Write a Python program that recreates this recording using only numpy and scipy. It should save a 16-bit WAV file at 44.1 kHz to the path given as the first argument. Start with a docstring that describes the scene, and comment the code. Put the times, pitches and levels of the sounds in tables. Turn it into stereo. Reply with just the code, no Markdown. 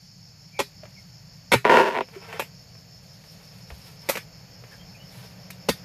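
"""Insects shrill, a far engine rumbles and leaves stir; a few far birds call as a chisel on a pole works on an oil palm.
The blade bites into a wet frond base, then is levered until the fibres creak and tear; knocks and leaf sweeps follow.
Insects, air and rumble are filtered noise; the engine note, birds and knocks are swept or damped sines.
Bites and creaks are pulses of snapping fibres that drive resonances of the frond and scatter through the crown."""
import sys
import numpy as np
from scipy import signal
from scipy.fft import rfft, irfft, next_fast_len
from scipy.io import wavfile
from scipy.ndimage import uniform_filter1d

SR = 44100
rng = np.random.default_rng(int(sys.argv[2]) if len(sys.argv) > 2 else 0)


def digitize_waveform(pressure):
    """Quantize a signal to 16-bit integers and store it at the path in sys.argv[1].

    Rows of a 2-D input are taken as channels; values are limited to [-1, 1].
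    """
    field = np.atleast_2d(pressure).T
    bounded = np.clip(field, -1, 1)
    quanta = np.round(bounded * 32767).astype(np.int16)
    wavfile.write(sys.argv[1], SR, quanta)


N = 257575
TIME_S = np.arange(N) / SR
BLOW_SAMPLES = SR // 3  # span of one blow

# Table levels are relative; trims in the functions add to them. Spectra: f/Hz, level per Hz/dB.
# far engine, firing rate: t/s, f/Hz
ENGINE_SPEED = [(0, 151.8), (4.4, 158.1), (4.85, 180.1), (5.84, 184.2)]
# far engine, rumble spectrum: f/Hz, level/dB
RUMBLE_SPECTRUM = [(12, -55), (20, -41.5), (33, -13.5), (60, -7), (75, -9.5), (119, 2.5), (150, -1),
                   (177, 1.5), (195, -2.5), (211, -15), (330, -22.5), (430, -54.5), (730, -120)]
# hush of the plantation, spectrum: f/Hz, level/dB
AIR_SPECTRUM = [(200, -8.5), (300, -2.5), (420, -3), (750, 3), (1100, -3.5), (2400, -0.5), (3800, -9.5),
                (8500, -31), (11000, -17.5), (13500, -10), (15000, -22.5)]
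# far insect chorus, spectrum: f/Hz, level/dB
INSECT_SPECTRUM = [(3700, -36.5), (4100, -10), (4500, 1.5), (4850, -4), (5250, 2), (5550, -3.5),
                   (5900, -13.5), (6400, -5.5), (7200, -8), (7800, -44)]
# blade or sleeve sweeping past leaves: closest touch t/s, swell time/s, rub level/dB, dry rustle level/dB
LEAF_SWEEPS = [(2.158, 0.059, -43.5, -64), (2.335, 0.066, -34.5, -55.5), (3.56, 0.29, -55.5, -56),
               (3.87, 0.075, -55, -52.5), (4.127, 0.037, -36.5, -38.5), (4.732, 0.028, -46, -57),
               (5.21, 0.1, -48.5, -49)]
# light taps on dry leaf stubs: t/s, level/dB
STUB_TAPS = [(0.835, -39), (0.854, -38.5), (2.086, -38), (2.328, -25.5), (2.752, -43.5), (3.24, -44),
             (3.703, -31), (4.638, -37)]
# leaf rub and stub tap, spectrum: f/Hz, level/dB
RUB_SPECTRUM = [(200, -25.5), (450, 3), (900, 1), (1500, -2), (2500, -1.5), (4000, -14), (8000, -24.5),
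                (14000, -24)]
# dry leaf rustle, spectrum: f/Hz, level/dB
RUSTLE_SPECTRUM = [(2000, -1.5), (4000, 7), (7000, -4), (10000, 0), (13000, 2), (15000, -5)]
# far bird calls: t/s, length/s, start f/Hz, end f/Hz, level/dB
BIRD_CALLS = [(0.512, 0.12, 2320, 2300, -41.5), (0.946, 0.075, 2350, 2070, -48),
              (4.70, 0.06, 1640, 1800, -43), (4.772, 0.071, 3050, 3200, -48),
              (4.904, 0.09, 2770, 2203, -46), (4.978, 0.08, 2910, 3010, -45.5)]
# blade or pole striking the palm: t/s, time until the blade stops/s, stalk level/dB, low weight level/dB,
# crack level/dB, splinter level/dB, splinter dryness/(dB per octave), best-driven f/Hz
BITES = [(0.592, 0.012, -19, -28, -23.5, -26, -4, 433), (1.519, 0.023, -8.5, -13, -11.5, -18, -2, 435),
         (2.396, 0.0052, -26, -38, -25, -30.5, 4, 607), (2.421, 0.0034, -39, -42.5, -34.5, -44, 6, 580),
         (4.089, .009, -19.5, -33, -24.5, -19.5, 3, 539), (4.155, .004, -33, -41, -31.5, -36, -2, 524),
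         (4.171, 0.0052, -35, -42, -29, -34.5, -0.5, 520), (5.504, 0.0031, -55, -65, -40.5, -38.5, 1, 700),
         (5.688, .005, -17.5, -17, -24.5, -19.5, -3.5, 490)]
# modes of the struck frond base: f/Hz, width/Hz, level/dB
STALK_MODES = [(409, 16, -2), (490, 89, 9.5), (554, 59, 8.5), (760, 110, 4), (875, 51, 13),
               (1327, 110, -5.5), (1940, 110, 1), (2170, 80, -5.5), (3320, 190, -5)]
# low weight of a bite, spectrum: f/Hz, level/dB
WEIGHT_SPECTRUM = [(60, -22), (130, -6.5), (260, 11.5), (340, -1), (600, -43.5)]
# cracking fibres, spectrum: f/Hz, level/dB
CRACK_SPECTRUM = [(600, -18.5), (1200, -7), (1800, -4), (2400, -1), (3300, -9.5), (4500, -28.5),
                  (8000, -41)]
# splintering fibres before the dryness tilt, spectrum: f/Hz, level/dB
SPLINTER_SPECTRUM = [(2200, -23.5), (3600, 0.5), (5000, 1), (7000, -3), (9500, -6), (12800, -1),
                     (15000, -11)]
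# dull knocks of pole, trunk and feet: t/s, level before the soft rise/dB, f/Hz, t60/s
KNOCKS = [(0.832, -29, 622, 0.057), (1.554, -10.5, 123, 0.11), (2.162, -25, 389, 0.086),
          (3.717, -27.5, 68, 0.15), (5.693, -22, 187, 0.17), (5.694, -29, 71, 0.13)]
# jerks of the wedged blade, a faint one first, then hard ones: t/s, level/dB
JERKS = [(1.645, -32.5), (1.651, -12), (1.695, -13.5), (1.699, -13), (1.711, -16), (1.771, -9)]
# effort of levering, as creak level: t/s, level/dB
LEVER_EFFORT = [(1.69, -18.5), (1.698, 1), (1.704, -15.5), (1.8, -12), (1.844, -23.5), (1.888, -23.5),
                (1.914, -33), (1.99, -24)]
# modes of the frond with the blade wedged in it: f/Hz, width/Hz, level/dB
WEDGED_MODES = [(181, 75, -14.5), (253.3, 23, -7.5), (336, 48, -7), (398, 41.5, 1.5), (512, 27, -1),
                (642, 53, -2.5), (815, 54, -8), (880, 40, -4.5), (965, 71, 0.5), (1183, 71, -11),
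                (1400, 80, -9.5), (1912, 190, -12), (2324, 96, -15.5)]
# snap of a slipping blade, spectrum: f/Hz, level/dB
SNAP_SPECTRUM = [(500, -4.5), (1000, -3.5), (1500, -9), (2300, -2), (2900, -9), (3600, -13.5),
                 (5200, -23.5), (7000, -30.5), (14000, -37.5)]
# hiss of fine fibres parting, spectrum: f/Hz, level/dB
TEAR_SPECTRUM = [(1500, -13), (2600, -6), (3600, -5.5), (5500, -4), (8000, -14), (10500, -18.5),
                 (13000, -14), (15000, -32)]
# left-right likeness of near sounds: f/Hz, likeness/(0-1)
LIKENESS = [(560, 1), (700, 0.27), (1300, 0.2), (2300, 0.5), (3300, 0)]
# balance of near sounds: f/Hz, left minus right/dB
BALANCE = [(150, 8), (500, 6), (1300, -2), (2400, -7), (4400, -2.5), (8000, -1), (13000, -2.5)]

# surroundings: rise at the start, then a late swell; the engine note swells all along
OPENING_S, OPENING_DB = 0.71, 4.5
SWELL_FROM_S, ENGINE_DB_PER_S, AIR_DB_PER_S = 2.9, 1.1, 1.8
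# engine drone: level before the opening rise, growth all along, broad resonance
DRONE_DB, DRONE_DB_PER_S, DRONE_HZ, DRONE_WIDTH_HZ = -69.5, 2.5, 508, 370
# nearer insect; FIRST_THROB_S is the first peak
THROBS_PER_S, FIRST_THROB_S, THROB_DEPTH = 5.6, .089, .9
SWEEP_RELEASE_SHARE = 0.8  # a sweep dies away a little faster than it swells
# after the stop the fibres settle in a share of the cutting time, up to a limit
SETTLE_SHARE, SETTLE_MAX_S = 0.94, 0.007
# as the load builds, the blade slips at even steps, each weaker than the last
FIRST_SLIP_S, FIRST_GAP_S, FIRST_DB, FIRST_LOSS_DB = 1.658, 0.0094, -17.5, 1.5
# the frond gives way
GIVE_S, GIVE_ATTACK_S, GIVE_END_S, GIVE_RELEASE_S = 1.695, 0.022, 1.93, .03
# as the load eases, slips draw apart and grow; going back from the last, each extra wait is a share of the next
LAST_SLIP_S, SHORTEST_GAP_S, LAST_WAIT_S, WAIT_SHARE = 2.0075, .0063, .0145, .42
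LAST_DB, LAST_GROWTH_DB = -21.0, 1.0
# snap level for a slip of 0 dB, and the share by which it follows the slip level
SLIP_SNAP_DB, SNAP_FOLLOWS = -12.5, 0.69
CUTOFF_HZ = 14450


def from_db(db):
    """Decibels to gain."""
    return 10 ** (np.asarray(db) / 20)


def rms_one(x):
    """Scale to rms 1."""
    return x / np.sqrt(np.mean(x ** 2) + 1e-20)


def burst_one(x):
    """Scale a short sound to the energy of 20 ms at rms 1."""
    return rms_one(x) * np.sqrt(SR / 50 / x.shape[-1])


def ramp(t, start, length):
    """Rise in a straight line from 0 to 1."""
    return np.clip((t - start) / length, 0, 1)


def in_time(rows):
    """Interpolate the columns of a curve at every sample."""
    s, *columns = np.transpose(rows)
    return [np.interp(TIME_S, s, column) for column in columns]


def at_hz(points, hz):
    """Read a spectrum on a log-frequency axis."""
    points = np.array(points)
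    return np.interp(np.log(hz + 1), np.log(points[:, 0]), points[:, 1])


def drift(knots_per_s):
    """Slow chance: straight lines between random knots of spread 1."""
    knots = rng.standard_normal(4096)
    return np.interp(TIME_S * knots_per_s, np.arange(len(knots)), knots)


def add(out, s, sound):
    """Mix a sound in at time s."""
    at = int(s * SR)
    out[..., at:at + sound.shape[-1]] += sound[..., :N - at]


def colour(x, spectrum):
    """Causal (minimum-phase) filter with the given spectrum, falling away below its first point."""
    size = 2 * next_fast_len(x.shape[-1] // 2 + 2048)
    hz = np.fft.rfftfreq(size, 1 / SR)
    gain = from_db(at_hz(spectrum, hz)) * np.clip(hz / spectrum[0][0], .1, 1) ** 2
    # fold the cepstrum onto positive time: minimum phase
    cepstrum = irfft(np.log(gain))
    cepstrum[1:size // 2] *= 2
    cepstrum[size // 2 + 1:] = 0
    response = np.exp(rfft(cepstrum))
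    return irfft(rfft(x, size) * response)[..., :x.shape[-1]]


def near(pair):
    """Two unrelated signals become left and right, with likeness and balance set by frequency."""
    size = 2 * next_fast_len(pair.shape[-1] // 2 + 512)
    hz = np.fft.rfftfreq(size, 1 / SR)
    mid, side = rfft(pair, size)
    alike = np.clip(at_hz(LIKENESS, hz), 0, 1)
    sign = np.array([[1], [-1]])
    both = np.sqrt(1 + alike) * mid + sign * np.sqrt(1 - alike) * side
    both = both * from_db(sign * at_hz(BALANCE, hz) / 2)
    return irfft(both)[..., :pair.shape[-1]]


def resonate(x, hz, width_hz):
    """One two-pole resonance, gain about 1 on top."""
    r = np.exp(-np.pi * width_hz / SR)
    zeros = np.array([1, 0, -1]) * (1 - r * r) / 2
    poles = [1, -2 * r * np.cos(2 * np.pi * hz / SR), r * r]
    return signal.lfilter(zeros, poles, x + 1e-18)


def grains(size, per_s, spread_db):
    """Fibres snapping at random, in uneven sizes and either sign."""
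    sizes_db = spread_db * np.minimum(rng.exponential(1, size), 4)
    sizes = from_db(sizes_db) * rng.choice([-1, 1], size)
    return sizes * (rng.random(size) < per_s / SR)


def broadband(x, width_hz=260):
    """Spread a burst's energy evenly over frequency, so that only the body it drives gives it colour."""
    size = 2 * next_fast_len(x.shape[-1])
    spectrum = rfft(x, size)
    power = uniform_filter1d(np.abs(spectrum) ** 2, int(width_hz * size / SR), axis=-1)
    return irfft(spectrum / np.sqrt(np.abs(power) + 1e-12))[..., :x.shape[-1]]


def scatter(x, early_t60, late_t60, late_db):
    """Two paths through the crown: a quick spray of reflections from stalks, a fainter tail from the leaves."""
    t = TIME_S[:BLOW_SAMPLES]
    decay = from_db(-60 * t / early_t60) + from_db(late_db - 60 * t / late_t60)
    paths = broadband(rng.standard_normal((2, BLOW_SAMPLES)) * decay)
    return signal.fftconvolve(x[None], paths, axes=1)[:, :len(x)]


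def evened(x):
    """Hold the 25 ms level of a pulse train steady."""
    power = uniform_filter1d(np.mean(np.atleast_2d(x) ** 2, axis=0), SR // 40)
    return x / np.sqrt(np.abs(power) + 1e-3 * power.mean())


def distance(engine_db=-48.0, air_db=-56.0, side_db=-15.0):
    """A far engine's rumble and drone, nearly alike on both sides, and the diffuse hush: filtered noise."""
    opening_db = OPENING_DB * (ramp(TIME_S, 0, OPENING_S) - 1)
    swelling_s = np.maximum(TIME_S - SWELL_FROM_S, 0)
    mid, side = rng.standard_normal((2, N))
    engine = mid + from_db(side_db) * side * np.array([[1], [-1]])
    rumble_points = RUMBLE_SPECTRUM + [(450, -55.5), (900, -78)]
    rumble = rms_one(colour(engine, rumble_points)) * from_db([[.6], [-.6]])
    drone = resonate(engine, DRONE_HZ, DRONE_WIDTH_HZ)
    drone = rms_one(resonate(drone, DRONE_HZ, DRONE_WIDTH_HZ))
    hush = rms_one(colour(rng.standard_normal((2, N)), AIR_SPECTRUM)) * from_db([[-.8], [.8]])
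    return from_db(opening_db) * (from_db(engine_db + ENGINE_DB_PER_S * swelling_s) * rumble
                                  + from_db(DRONE_DB + DRONE_DB_PER_S * TIME_S) * drone
                                  + from_db(air_db + AIR_DB_PER_S * swelling_s) * hush)


def engine_note(note_db=-56.5, waver_hz=1.99, fade_db=3.0):
    """The far engine's firing note: a wavering sine, fading in and out on its way through the trees."""
    hz = in_time(ENGINE_SPEED)[0] + waver_hz * drift(8)
    level_db = note_db + ENGINE_DB_PER_S * TIME_S + fade_db * drift(6.8)
    return from_db(level_db) * np.sin(2 * np.pi * np.cumsum(hz) / SR)


def insects(chorus_db=-51.0, singer_db=-55.0, singer_hz=5260, buzz_per_s=88, buzz_depth=0.36):
    """A nearly steady far chorus, and one nearer insect: resonant noise whose buzz comes in throbs."""
    chorus = rms_one(colour(rng.standard_normal((2, N)), INSECT_SPECTRUM)) * from_db(0.3 * drift(45))
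    song = resonate(rng.standard_normal((2, N)), singer_hz, 470)
    song = rms_one(resonate(song, singer_hz, 470))
    throb = 1 + THROB_DEPTH * np.cos(2 * np.pi * THROBS_PER_S * (TIME_S - FIRST_THROB_S))
    buzz = 1 + buzz_depth * np.cos(2 * np.pi * buzz_per_s * TIME_S + 2 * drift(11))
    singer = song * throb * buzz * from_db([[-3], [2.5]])
    return from_db(chorus_db) * chorus + from_db(singer_db) * singer


def leaves(tap_trim_db=-8.5, stir_db=-63.0):
    """The crown always stirs a little; steel and cloth sweep the leaves in fine grains; dry stubs are tapped."""
    rub, rustle = 0, from_db(stir_db)
    for s, swell_s, rub_db, rustle_db in LEAF_SWEEPS:
        away_s = np.maximum(s - TIME_S, (TIME_S - s) / SWEEP_RELEASE_SHARE)
        touch = np.exp(-away_s / swell_s)
        rub = rub + from_db(rub_db) * touch
        rustle = rustle + from_db(rustle_db) * touch
    out = np.zeros((2, N))
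    for gain, spectrum in ((rub, RUB_SPECTRUM), (rustle, RUSTLE_SPECTRUM)):
        friction = grains(N, per_s=3000, spread_db=1.0) * from_db(3.7 * drift(60))
        spray = scatter(friction, early_t60=0.0034, late_t60=0.14, late_db=-14.0)
        out += gain * rms_one(colour(near(spray), spectrum))
    for s, db in STUB_TAPS:
        tap = scatter(signal.unit_impulse(BLOW_SAMPLES), early_t60=0.012, late_t60=0.12, late_db=-7.5)
        add(out, s, from_db(db + tap_trim_db) * burst_one(colour(near(tap), RUB_SPECTRUM)))
    return out


def birds(hoarse_hz=100, arch_hz=60):
    """Short, hoarse, slightly arched sine glides, blurred by the plantation."""
    out = np.zeros(N)
    for s, length_s, start_hz, end_hz, db in BIRD_CALLS:
        size = int(length_s * SR)
        swell = np.hanning(size)
        hz = np.linspace(start_hz, end_hz, size) + arch_hz * swell + hoarse_hz * drift(510)[:size]
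        add(out, s, from_db(db) * swell * np.sin(2 * np.pi * np.cumsum(hz) / SR))
    return scatter(out, early_t60=0.015, late_t60=0.19, late_db=-17)


def bites(weight_trim_db=-5.0, contact=14.2, stop=6.5, load_db_per_s=250, tilt_db_per_octave=0.5,
          splinter_lasts=1.5, graze_db=-14.5, graze_s=.003, focus_db=14.5, focus_octaves=0.14):
    """The edge grazes, hits, cuts fibres that crack and splinter, and loads the stalk until it stops."""
    out = np.zeros((2, N))
    t = TIME_S[:BLOW_SAMPLES] - graze_s
    entry = np.where(t < 0, from_db(graze_db), 1)
    for s, cut_s, stalk_db, weight_db, crack_db, splinter_db, dryness, best_hz in BITES:
        fibres = entry * rms_one(grains(BLOW_SAMPLES, per_s=3500, spread_db=1.5))
        settling = np.maximum(t - cut_s, 0) / min(SETTLE_SHARE * cut_s, SETTLE_MAX_S)
        force = fibres * np.exp(-settling)
        force[np.argmax(t >= 0)] += contact
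        force[np.argmax(t >= cut_s)] += stop
        push = broadband(force * from_db(load_db_per_s * np.clip(t, 0, cut_s)))

        body = 0
        for hz, width_hz, db in STALK_MODES:
            # the place of the cut favours some modes
            focus = np.exp(-(np.log2(hz / best_hz) / focus_octaves) ** 2)
            drive_db = focus_db * focus + tilt_db_per_octave * np.log2(hz)
            mode = rms_one(resonate(push, hz, width_hz))
            body = body + from_db(db + drive_db) * np.sqrt(width_hz) * mode
        thud = from_db(stalk_db) * burst_one(body)
        thud = thud + from_db(weight_db + weight_trim_db) * burst_one(colour(push, WEIGHT_SPECTRUM))

        cracks = scatter(broadband(force), early_t60=0.0037, late_t60=0.13, late_db=-23.5)
        cracks = colour(near(cracks), CRACK_SPECTRUM)
        splitting = broadband(fibres * np.exp(-settling / splinter_lasts))
        tilted = [(hz, db + dryness * np.log2(hz)) for hz, db in SPLINTER_SPECTRUM]
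        chips = scatter(splitting, early_t60=0.012, late_t60=0.19, late_db=-19.5)
        chips = colour(near(chips), tilted)
        bright = from_db(crack_db) * burst_one(cracks) + from_db(splinter_db) * burst_one(chips)
        add(out, s - graze_s, thud * from_db([[.9], [-.9]]) + bright)
    return out


def knocks(rise_s=0.0026):
    """Soft, heavy contacts: one damped sine each."""
    out, t = np.zeros(N), TIME_S[:BLOW_SAMPLES]
    for s, db, hz, t60_s in KNOCKS:
        envelope = from_db(db - 60 * t / t60_s) * (1 - np.exp(-t / rise_s))
        add(out, s, envelope * np.sin(2 * np.pi * hz * t))
    return out


def wedged(x):
    """The levered frond rings in its modes; it is too narrow to radiate deep bass."""
    rings = 0
    for k, (hz, width_hz, db) in enumerate(WEDGED_MODES):
        rings = rings + (-1) ** k * from_db(db) * resonate(x, hz, width_hz)
    return signal.sosfilt(signal.butter(2, 120, "high", fs=SR, output="sos"), rings)


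def first_slips(count=4):
    """Evenly spaced slips as the load builds: (t/s, level/dB)."""
    return [(FIRST_SLIP_S + k * FIRST_GAP_S, FIRST_DB - k * FIRST_LOSS_DB) for k in range(count)]


def last_slips(count=7):
    """Slips that slow to a halt, counted back from the last: (t/s, level/dB)."""
    gaps_s = SHORTEST_GAP_S + LAST_WAIT_S * WAIT_SHARE ** np.arange(count)
    return [(LAST_SLIP_S - gaps_s[:k].sum(), LAST_DB - k * LAST_GROWTH_DB) for k in range(count)]


def creak(slips_per_s=195, jitter=.33, uneven_db=3.5, creak_trim_db=7.0, tear_trim_db=-2.0,
          tear_follows=0.86, fibre_share=0.056, hiss_db=-15.0):
    """Stick-slip of the blade: single slips, a fast ragged run as the frond gives, single slips again."""
    run = np.zeros(N)
    chance = rng.standard_normal((400, 2))
    times_s = GIVE_S + np.cumsum(np.exp(jitter * chance[:, 0])) / slips_per_s
    run[np.minimum(times_s * SR, N - 1).astype(int)] = from_db(uneven_db * chance[:, 1])
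    effort_db, = in_time(LEVER_EFFORT)
    pressing = ramp(TIME_S, GIVE_S, GIVE_ATTACK_S) - ramp(TIME_S, GIVE_END_S, GIVE_RELEASE_S)
    fibres = run + fibre_share * grains(N, per_s=2400, spread_db=5.5)
    spray = scatter(fibres, early_t60=.005, late_t60=.1, late_db=-26)
    # fine fibres part all through the run, as a smooth hiss under the snaps
    hiss = rms_one(colour(near(rng.standard_normal((2, N))), TEAR_SPECTRUM))
    tearing = evened(colour(near(spray), SNAP_SPECTRUM)) + from_db(hiss_db) * hiss
    creaking = from_db(effort_db + creak_trim_db) * evened(wedged(fibres))
    out = pressing * (creaking + from_db(tear_follows * effort_db + tear_trim_db) * tearing)

    click = signal.unit_impulse(BLOW_SAMPLES)
    ring = burst_one(wedged(click))
    for s, db in first_slips() + JERKS + last_slips():
        snap = scatter(click, early_t60=0.0048, late_t60=0.11, late_db=-18)
        snap = burst_one(colour(near(snap), SNAP_SPECTRUM))
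        add(out, s, from_db(db) * ring + from_db(SLIP_SNAP_DB + SNAP_FOLLOWS * db) * snap)
    return out


def scene():
    """The work on the palm in front of its surroundings."""
    surroundings = distance() + engine_note() + insects() + birds()
    work = leaves() + bites() + knocks() + creak()
    return surroundings + work


def record(dry, threshold_db=-13.5, squeeze=0.55, release_db_per_s=12.5):
    """Gain control ducks under loud work and recovers slowly; peaks are rounded, the top is cut."""
    # power smoothed over 1/60 s
    power = signal.lfilter([1], [1, -np.exp(-60 / SR)], np.mean(dry ** 2, axis=0)) * 60 / SR
    wanted_db = squeeze * np.maximum(10 * np.log10(power + 1e-12) - threshold_db, 0)
    release_db = release_db_per_s * TIME_S
    duck_db = np.maximum.accumulate(wanted_db + release_db) - release_db
    rounded = 0.94 * np.tanh(dry * from_db(-duck_db) / 1.17)
    # a small microphone loses the deepest bass
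    lean = signal.sosfilt(signal.butter(2, 32, "high", fs=SR, output="sos"), rounded)
    return signal.sosfilt(signal.ellip(10, .2, 80, CUTOFF_HZ, fs=SR, output="sos"), lean)


dry = scene()
out = record(dry)
digitize_waveform(out)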